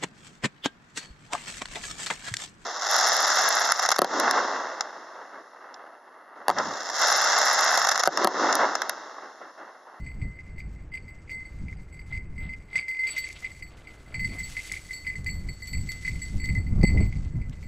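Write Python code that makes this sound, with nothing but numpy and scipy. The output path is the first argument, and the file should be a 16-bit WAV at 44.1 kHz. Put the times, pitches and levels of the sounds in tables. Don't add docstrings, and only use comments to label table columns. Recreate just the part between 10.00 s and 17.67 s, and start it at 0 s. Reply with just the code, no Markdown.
import sys
import numpy as np
from scipy import signal
from scipy.fft import rfft, irfft
from scipy.io import wavfile
from scipy.ndimage import uniform_filter1d

SR = 44100
rng = np.random.default_rng(int(sys.argv[2]) if len(sys.argv) > 2 else 0)


def bounce(signal):
    frames = np.transpose(np.atleast_2d(signal))
    limited = np.clip(frames, -1, 1)
    pcm = np.round(limited * 32767).astype(np.int16)
    wavfile.write(sys.argv[1], SR, pcm)


N = 338275
TIME = np.arange(N) / SR


def undb(db):
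    return 10 ** (np.asarray(db) / 20)


def unit(x):
    return x / np.sqrt(np.mean(x ** 2))


def curve(table):
    s, *columns = np.transpose(table)
    return [np.interp(TIME, s, column) for column in columns]


def colour(x, points, band=None):
    hz, db = np.transpose(points)
    f = np.arange(N // 2 + 1) * SR / N
    gain = undb(np.interp(np.log(f + 1), np.log(hz), db))
    gain = gain / np.maximum(f / hz[-1], 1) ** 4
    inside = 1 if band is None else (f > band[0]) & (f < band[1])
    return irfft(rfft(x) * gain / np.sqrt(np.mean(gain ** 2 * inside)), N)


def smooth(x, seconds):
    p = np.exp(-1 / (seconds * SR))
    return signal.lfilter([1 - p], [1, -p], x)


def walk(rate):
    knots = np.arange(int(TIME[-1] * rate) + 2)
    values = rng.standard_normal(4096)[knots % 4096]
    return 1.2 * np.interp(TIME * rate, knots, values)


def swell(s, length):
    return np.exp(-0.5 * ((TIME - s) / length) ** 2)


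def swell_train(table):
    return sum(undb(db) * swell(s, length) for s, db, length in table)


def grains(rate, spread_db):
    sizes = undb(spread_db * np.minimum(rng.exponential(size=N), 4))
    return unit((rng.random(N) < rate / SR) * sizes * rng.standard_normal(N))


def eddies(points, band=None, even_s=0.0708):
    x = colour(rng.standard_normal(N), points, band)
    return x / np.sqrt(uniform_filter1d(unit(x) ** 2, int(even_s * SR)))


# (time [s], hum level [dB], upper partials level [dB], clack level [dB], hum ring t60 [s])
STRIKES = [(0.064, -39, -62.5, -47.5, 0.23), (0.215, -46.5, -67, -48.5, 0.94), (0.389, -37, -77, -58, 0.07),
           (0.466, -51, -94, -60.5, 0.39), (0.581, -45, -64, -49, 0.24), (0.938, -33.5, -59, -40.5, 0.17),
           (1.08, -45.5, -68, -56, 0.36), (1.294, -42, -70, -43, 0.14), (1.308, -36.5, -57.5, -52, 0.92),
           (1.452, -43, -64, -59, 0.17), (1.682, -46, -84, -51, 0.3), (1.727, -37.5, -89, -55.5, 0.022),
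           (1.925, -54.5, -67, -55, 1), (1.992, -44.5, -65.5, -50, 0.14), (2.124, -32.5, -65, -46.5, 0.33),
           (2.149, -34, -65.5, -49, 0.21), (2.379, -42, -64, -48, 1), (2.491, -39, -67, -47, 0.41),
           (2.53, -39.5, -84, -49, 0.13), (2.73, -38, -61, -47, 0.29), (2.756, -19.5, -46, -29, 0.072),
           (2.826, -36, -67, -46, 0.26), (2.882, -31, -56, -37.5, 1), (2.99, -28.5, -54, -44, 1),
           (3.035, -24, -61, -41.5, 0.27), (3.069, -32.5, -46, -32.5, 0.43), (3.103, -40.5, -46, -55, 0.42),
           (3.163, -29.5, -55, -35, 0.22), (3.178, -30, -44, -55, 0.26), (3.241, -27.5, -52, -36.5, 0.074),
           (3.444, -27.5, -60, -40.5, 0.088), (3.516, -35.5, -57, -68, 0.021),
           (3.623, -39.5, -57, -46.5, 0.17), (3.871, -48.5, -67, -47, 0.41),
           (4.142, -34.5, -52.5, -42, 0.21), (4.194, -32, -53, -40, 1), (4.245, -25, -45.5, -43.5, 0.1),
           (4.309, -42.5, -58.5, -45.5, 1), (4.384, -36.5, -50.5, -48, 0.3), (4.402, -30, -55, -61, 0.09),
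           (4.431, -40, -47.5, -62, 0.35), (4.567, -27.5, -54.5, -37.5, 0.11),
           (4.716, -30.5, -54, -37.5, 0.076), (4.764, -36, -59, -44, 0.083), (4.908, -31, -57, -59, 0.086),
           (4.931, -40, -44.5, -46, 0.42), (5.067, -33, -51, -36, 0.64), (5.1, -29.5, -59, -45, 0.08),
           (5.155, -34.5, -56, -61, 0.1), (5.262, -30, -48.5, -39, 0.32), (5.296, -43.5, -44.5, -48, 0.51),
           (5.487, -41.5, -47, -47, 0.12), (5.622, -38.5, -49, -65, 0.26), (5.673, -46.5, -47, -53, 0.32),
           (5.732, -33.5, -42, -41.5, 0.17), (5.889, -36, -46.5, -49, 0.42),
           (6.049, -30.5, -51, -41, 0.096), (6.078, -25.5, -47, -41, 0.08), (6.217, -37, -48, -53, 0.28),
           (6.398, -43, -50.5, -49, 1), (6.44, -29, -48.5, -52, 0.18), (6.488, -30.5, -50, -44.5, 0.16),
           (6.552, -30.5, -58, -53, 0.6), (6.58, -35, -54.5, -64, 0.1), (6.666, -45, -62.5, -56, 0.11),
           (6.831, -28.5, -43, -39, 0.4), (6.871, -30, -44.5, -47, 0.23), (6.973, -33, -66, -42.5, 0.19),
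           (7.003, -42.5, -51, -48, 0.35), (7.125, -44.5, -76, -47.5, 0.075),
           (7.413, -51.5, -72, -55.5, 0.35), (7.628, -57.5, -69, -53, 0.69)]
GRAZE_PAUSE_S, GRAZE_LEAD_S, GRAZE_DROP_DB, GRAZE_T60_S = 0.11, 0.02, 14.5, 0.71
RATTLE_MEDIAN_GAP_S, RATTLE_T60_S, RATTLE_SCATTER_DB = 0.036, 0.13, 3
RATTLE_HUM_DROP_DB, RATTLE_HUM_FADE_DB_PER_S = 12.5, 97
RATTLE_UPPER_DROP_DB, RATTLE_UPPER_FADE_DB_PER_S = 3.5, 129
RATTLE_CLACK_BELOW_HUM_DB = 8.5
THIN_GRASS_DB, TREMBLE_HUM, TREMBLE_UPPER = -77.5, (-59.5, 0.33), (-78.5, 0.88)


def clapper(count=8):
    chance = rng.standard_normal((len(STRIKES), count, 2))
    times = [row[0] for row in STRIKES]
    previous, following = [-1] + times[:-1], times[1:] + [TIME[-1]]
    thickness_db = curve(BRUSH)[0] - THIN_GRASS_DB
    blows = []
    for strike, before, end, draws in zip(STRIKES, previous, following, chance):
        s, hum_db, upper_db, clack_db, t60 = strike
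        if s - before > GRAZE_PAUSE_S:
            graze_db = [db - GRAZE_DROP_DB for db in (hum_db, upper_db, clack_db)]
            blows.append((s - GRAZE_LEAD_S, *graze_db, GRAZE_T60_S))
        blows.append((s, hum_db, upper_db, clack_db, t60))
        age = 0
        for gap, size in draws:
            age += RATTLE_MEDIAN_GAP_S * np.exp(0.3 * gap)
            if s + age >= end:
                break
            thickness = thickness_db[int((s + age) * SR)]
            least_hum, least_upper = (db + slope * thickness for db, slope in (TREMBLE_HUM, TREMBLE_UPPER))
            hum = max(hum_db - RATTLE_HUM_DROP_DB - RATTLE_HUM_FADE_DB_PER_S * age, least_hum)
            hum += RATTLE_SCATTER_DB * size
            upper = max(upper_db - RATTLE_UPPER_DROP_DB - RATTLE_UPPER_FADE_DB_PER_S * age, least_upper)
            still_ringing_db = hum_db - 60 * age / t60
            ring_db, ring_s = max((hum, RATTLE_T60_S), (still_ringing_db, t60))
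            blows.append((s + age, ring_db, upper, hum - RATTLE_CLACK_BELOW_HUM_DB, ring_s))
    return np.array(sorted(blows))


# (frequency [Hz], relative level [dB], partial, greatest scatter per blow [dB], relative ring length [ratio])
BELL = [(2048, 0.5, 0, 1, 1), (2120, -16, 0, 5.5, 1), (4496, 1.5, 1, 3, 0.79), (4717, -5.5, 1, 11.5, 0.19),
        (7770, -4, 2, 1, 1), (7860, 1, 2, 3, 0.99), (11880, -18, 2, -1, 0.62), (12030, -16, 2, 10, 0.63),
        (12000, -26.5, 2, -4.5, 0.5)]
# (time [s], speed towards the microphone [m/s])
APPROACH = [(0, -0.26), (1.4, 2.68), (2.3, 1.16), (2.8, 3), (3.15, 2), (3.6, -0.65), (4.4, -0.3),
            (5.3, -2.5), (6.9, -0.5), (7.67, -5.5)]
TYPICAL_UPPER_DB, SECOND_PARTIAL, THIRD_PARTIAL = -49, (-47, 1.07), (-49, 0.94)


def bell_ring(blows, contact_s=0.00086, kick_rad=0.803, upper_t60=0.26, waver_db=1.67, detune=0.001203, ring_db=1.18):
    s, hum_db, upper_db, _, t60 = blows.T
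    brightness_db = upper_db - TYPICAL_UPPER_DB
    levels_db = [hum_db] + [db + slope * brightness_db for db, slope in (SECOND_PARTIAL, THIRD_PARTIAL)]
    blow = np.maximum(np.searchsorted(s, TIME, side="right") - 1, 0)
    age = np.maximum(TIME - s[blow], 0)
    doppler = 1 + curve(APPROACH)[0] / 343
    ring = 0
    for hz, db, partial, scatter_db, length in BELL:
        partial = int(partial)
        size, turn, pitch = rng.standard_normal((len(s), 3)).T
        ring_s = length * (np.sqrt(t60 * upper_t60) if partial else t60)
        strength = undb(levels_db[partial] + db + scatter_db * np.tanh(size))
        start = strength * np.exp(1j * np.cumsum(kick_rad * turn))
        decay = np.exp(-np.log(1000) * age / ring_s[blow])
        envelope = smooth(start[blow] * decay, contact_s * (1 + 0.7 * partial))
        frequency = hz * doppler * (1 + detune * pitch[blow] + 0.001576 * walk(130))
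        phase = 2 * np.pi * np.cumsum(frequency) / SR
        mode = np.sqrt(2) * np.imag(envelope * np.exp(1j * phase))
        ring = ring + mode * undb(waver_db * (1 + partial) / 2 * walk(45))
    return undb(ring_db) * ring


# (frequency [Hz], width [Hz], relative level [dB])
CLACK = [(2087, 60, 6), (2297, 153, 4.5), (2520, 570, 1.5), (4756, 70, -9), (8030, 140, -15.5),
         (12300, 300, -39)]


def bell_clack(blows, bounce_s=0.0055, bounce_db=-1.0, scatter_db=3, clack_db=23.5, count=8):
    s, *_, level_db, _ = blows.T
    gaps = rng.exponential(size=(len(s), count))
    sizes = rng.standard_normal((len(s), count))
    gaps[:, 0] = sizes[:, 0] = 0
    when = s[:, None] + bounce_s * np.cumsum(gaps, axis=1)
    strength = undb(level_db[:, None] + bounce_db * np.arange(count) + scatter_db * sizes)
    contacts = np.zeros(N)
    np.add.at(contacts, np.clip((when * SR).astype(int), 0, N - 1), strength)
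    t = TIME[:SR // 20]
    body = 0
    for k, (hz, width, db) in enumerate(CLACK):
        decay = np.sqrt(width) * np.exp(-np.pi * width * t)
        body = body + undb(db) * decay * np.sin(2 * np.pi * hz * t + k * np.pi)
    body = body * (1 - np.exp(-t / 0.00037))
    return undb(clack_db) * signal.fftconvolve(contacts, body / np.linalg.norm(body))[:N]


def trees(x, t60=0.31, onset_s=0.034, echo_db=-25):
    t = TIME[:SR]
    tail = rng.standard_normal(SR) * np.exp(-np.log(1000) * t / t60) * (1 - np.exp(-t / onset_s))
    return undb(echo_db) * signal.fftconvolve(x, tail / np.linalg.norm(tail))[:N]


SWISH_DB, SWISH_ATTACK_S, SWISH_RELEASE_S = -20, 0.006, 0.019


def swishes():
    jolts = np.zeros(N)
    for s, _, _, clack_db, _ in STRIKES:
        jolts[int(s * SR)] = undb(clack_db + SWISH_DB)
    release = smooth(jolts, SWISH_RELEASE_S) * SWISH_RELEASE_S * SR
    return smooth(release, SWISH_ATTACK_S)


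# (time [s], relative rustle level [dB], relative treble level [dB])
BRUSH = [(0.0, -78, -88), (1.26, -78, -96), (1.49, -74.5, -86.5), (2.31, -81.5, -87.5), (2.76, -76, -86),
         (2.91, -71, -82), (3.29, -59, -68.5), (3.69, -74, -81.5), (3.99, -73, -77.5), (4.64, -53.5, -58.5),
         (5.26, -67.5, -73.5), (5.7, -64, -73), (6.09, -56.5, -66), (6.37, -61, -67), (6.64, -71.5, -77.5),
         (7.11, -64.5, -86), (7.37, -74.5, -82), (7.67, -69, -81)]
# (frequency [Hz], relative level [dB])
GRASS = [(200, -44), (900, -6.5), (1500, 3.5), (3200, 4), (3900, 4), (5500, 5), (7000, 5), (8500, -1.5),
         (10000, -15), (12000, -46), (15500, -31)]


def brush(rate=3500, spread_db=2.0, flicker_db=3.0, grass_db=-0.84, tips_db=3.5, swish_tips_db=-13, width=0.44):
    level_db, top_db = curve(BRUSH)
    swish = swishes()
    stem_gain = np.hypot(undb(level_db + grass_db), swish)
    tip_gain = np.hypot(undb(top_db + tips_db), undb(swish_tips_db) * swish)
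    stems = colour(grains(rate, spread_db), GRASS, (5200, 7300))
    mid_tips = [(6000, -8.5), (8500, 1), (10700, -2.5), (11500, -8.0), (13300, -8.5), (15000, -20)]
    side_tips = [(5000, -18.0), (8500, -13), (10000, -18.5), (11500, 4), (13300, -2), (15000, -11.5)]
    mid = colour(grains(rate, spread_db), mid_tips)
    side = colour(grains(rate, spread_db), side_tips) * np.array([[1], [-1]])
    flicker = undb(flicker_db * walk(40))
    return flicker * (stem_gain * stems + tip_gain * (mid + width * side))


# (time [s], thud and crunch level [dB], crackle level [dB], length [s])
STEPS = [(2.123, -55, -59, 0.02), (2.448, -53, -58.5, 0.027), (2.764, -50, -54.5, 0.038),
         (3.113, -54, -52, 0.047), (3.208, -67, -52.5, 0.073), (3.366, -55, -45, 0.0083),
         (3.454, -56, -57, 0.044), (3.758, -55, -63.5, 0.056), (3.93, -57, -64.5, 0.074),
         (4.128, -52.5, -64.5, 0.046), (4.355, -48, -59, 0.026), (4.61, -60.5, -55, 0.16),
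         (5.946, -58.5, -59, 0.028), (7.19, -63, -87, .03), (7.265, -61, -64, 0.017),
         (7.532, -57, -51.5, 0.0067)]
# (frequency [Hz], relative level [dB])
CRUNCH = [(150, 8.5), (400, 2.5), (750, 5), (1000, -2), (1400, 3.5), (2000, -7.5), (3000, -25)]
# (frequency [Hz], relative level [dB])
CRACKLE = [(1200, -11), (2500, 9.5), (3400, 6.5), (4500, 1), (7000, -21), (12000, -29)]


def steps(rate=2500, spread_db=4.0):
    crunch = swell_train([(s, db, length) for s, db, _, length in STEPS])
    crackle = swell_train([(s, db, length) for s, _, db, length in STEPS])
    crushed = crunch * colour(grains(rate, spread_db), CRUNCH)
    cracked = crackle * colour(grains(rate, spread_db), CRACKLE)
    return crushed + cracked


# (time [s], relative level [dB])
SNAPS = [(2.754, -47), (2.882, -46), (3.165, -37), (3.288, -33), (3.328, -33.5), (4.721, -21.5),
         (4.93, -38), (5.245, -34), (5.62, -41), (5.672, -35), (5.730, -33), (5.919, -27.5), (6.458, -35),
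         (6.55, -36), (6.832, -34), (6.870, -55), (7.170, -43), (7.496, -40)]
# (frequency [Hz], relative level [dB])
SNAP = [(800, -6), (2500, -6.5), (4000, -2), (7500, 1.5), (10000, -6), (15000, -21)]


def snaps(decay_s=0.0014, snap_db=-5):
    breaks = np.zeros(N)
    for s, db in SNAPS:
        breaks[int(s * SR)] = undb(db + snap_db)
    envelope = smooth(breaks, decay_s) * decay_s * SR
    return colour(envelope * rng.standard_normal(N), SNAP)


# (time [s], relative level [dB])
BREEZE = [(0, -47.5), (1.2, -42.5), (1.9, -58), (2.6, -45.5), (2.97, -59.5), (3.55, -47), (3.9, -49.5),
          (4.5, -44.5), (5.0, -50.5), (6.1, -42), (6.8, -25), (7.67, -36.5)]
# (time [s], relative peak level [dB], length as standard deviation [s])
GUSTS = [(0.03, -36, 0.058), (0.23, -32, 0.062), (0.64, -37, 0.12), (1.6, -37.5, 0.065),
         (1.74, -40.5, 0.097), (2.14, -39, 0.13), (2.43, -38, 0.11), (4.27, -36.5, 0.084),
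         (5.35, -34.5, 0.18), (5.81, -28.5, 0.064), (6.15, -33.5, 0.035), (6.345, -24.5, 0.028),
         (6.6, -26.5, 0.12), (6.8, -22.5, 0.024), (6.97, -22, 0.078), (7.18, -27.5, 0.022),
         (7.37, -29, 0.026)]
# (frequency [Hz], relative level [dB])
BUFFET = [(12, -0.5), (28, -2), (50, 2.5), (80, -1), (140, -8), (200, -13), (300, -28.5), (500, -72)]
# (frequency [Hz], relative level [dB])
FLUTTER = [(120, -6), (220, -0.5), (320, -4.5), (500, -18.5), (800, -21.5), (1400, -30.5), (3000, -69.5)]
# (time [s], level [dB], length as standard deviation [s])
SLAPS = [(0.175, -46, 0.0042), (0.253, -43, 0.018), (4.318, -38.5, 0.032), (6.345, -42, 0.004),
         (6.84, -11.5, 0.0066), (6.96, -21.5, 0.013), (7.01, -23.5, 0.0093)]
# (frequency [Hz], relative level [dB])
SLAP = [(30, 6), (120, 6.5), (220, 4), (400, -8), (700, -17.5), (1200, -37), (3000, -50)]
FLUTTER_DB, FLUTTER_KNEE_DB = -20, -7.5


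def wind(buffet_db=0.7, unsteady_db=2.5):
    strength = np.hypot(undb(curve(BREEZE)[0]), swell_train(GUSTS))
    strength = strength * undb(unsteady_db * walk(22))
    rumble = undb(buffet_db) * strength * eddies(BUFFET)
    flutter_gain = undb(FLUTTER_DB) * strength * (1 + strength / undb(FLUTTER_KNEE_DB))
    flutter = flutter_gain * eddies(FLUTTER)
    slaps = swell_train(SLAPS) * eddies(SLAP, even_s=0.053)
    return rumble + flutter + slaps


# (frequency [Hz], relative level [dB])
HUSH = [(100, -31), (300, 8), (600, -0.5), (1000, -5), (1700, -5), (2600, -13), (4000, -32), (7500, -50),
        (10000, -56), (15000, -47)]


def hush(hush_db=-59.5, sway_db=0.6):
    return undb(hush_db + sway_db * walk(1.52)) * colour(rng.standard_normal(N), HUSH)


def scene():
    surroundings = brush() + steps() + snaps() + wind() + hush()
    blows = clapper()
    bell = bell_ring(blows) + bell_clack(blows)
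    return bell + trees(bell) + surroundings


def record(dry):
    top_hz = 15650
    low_pass = signal.ellip(10, 0.2, 80, top_hz, fs=SR, output="sos")
    return signal.sosfilt(low_pass, dry)


dry = scene()
out = record(dry)
bounce(out)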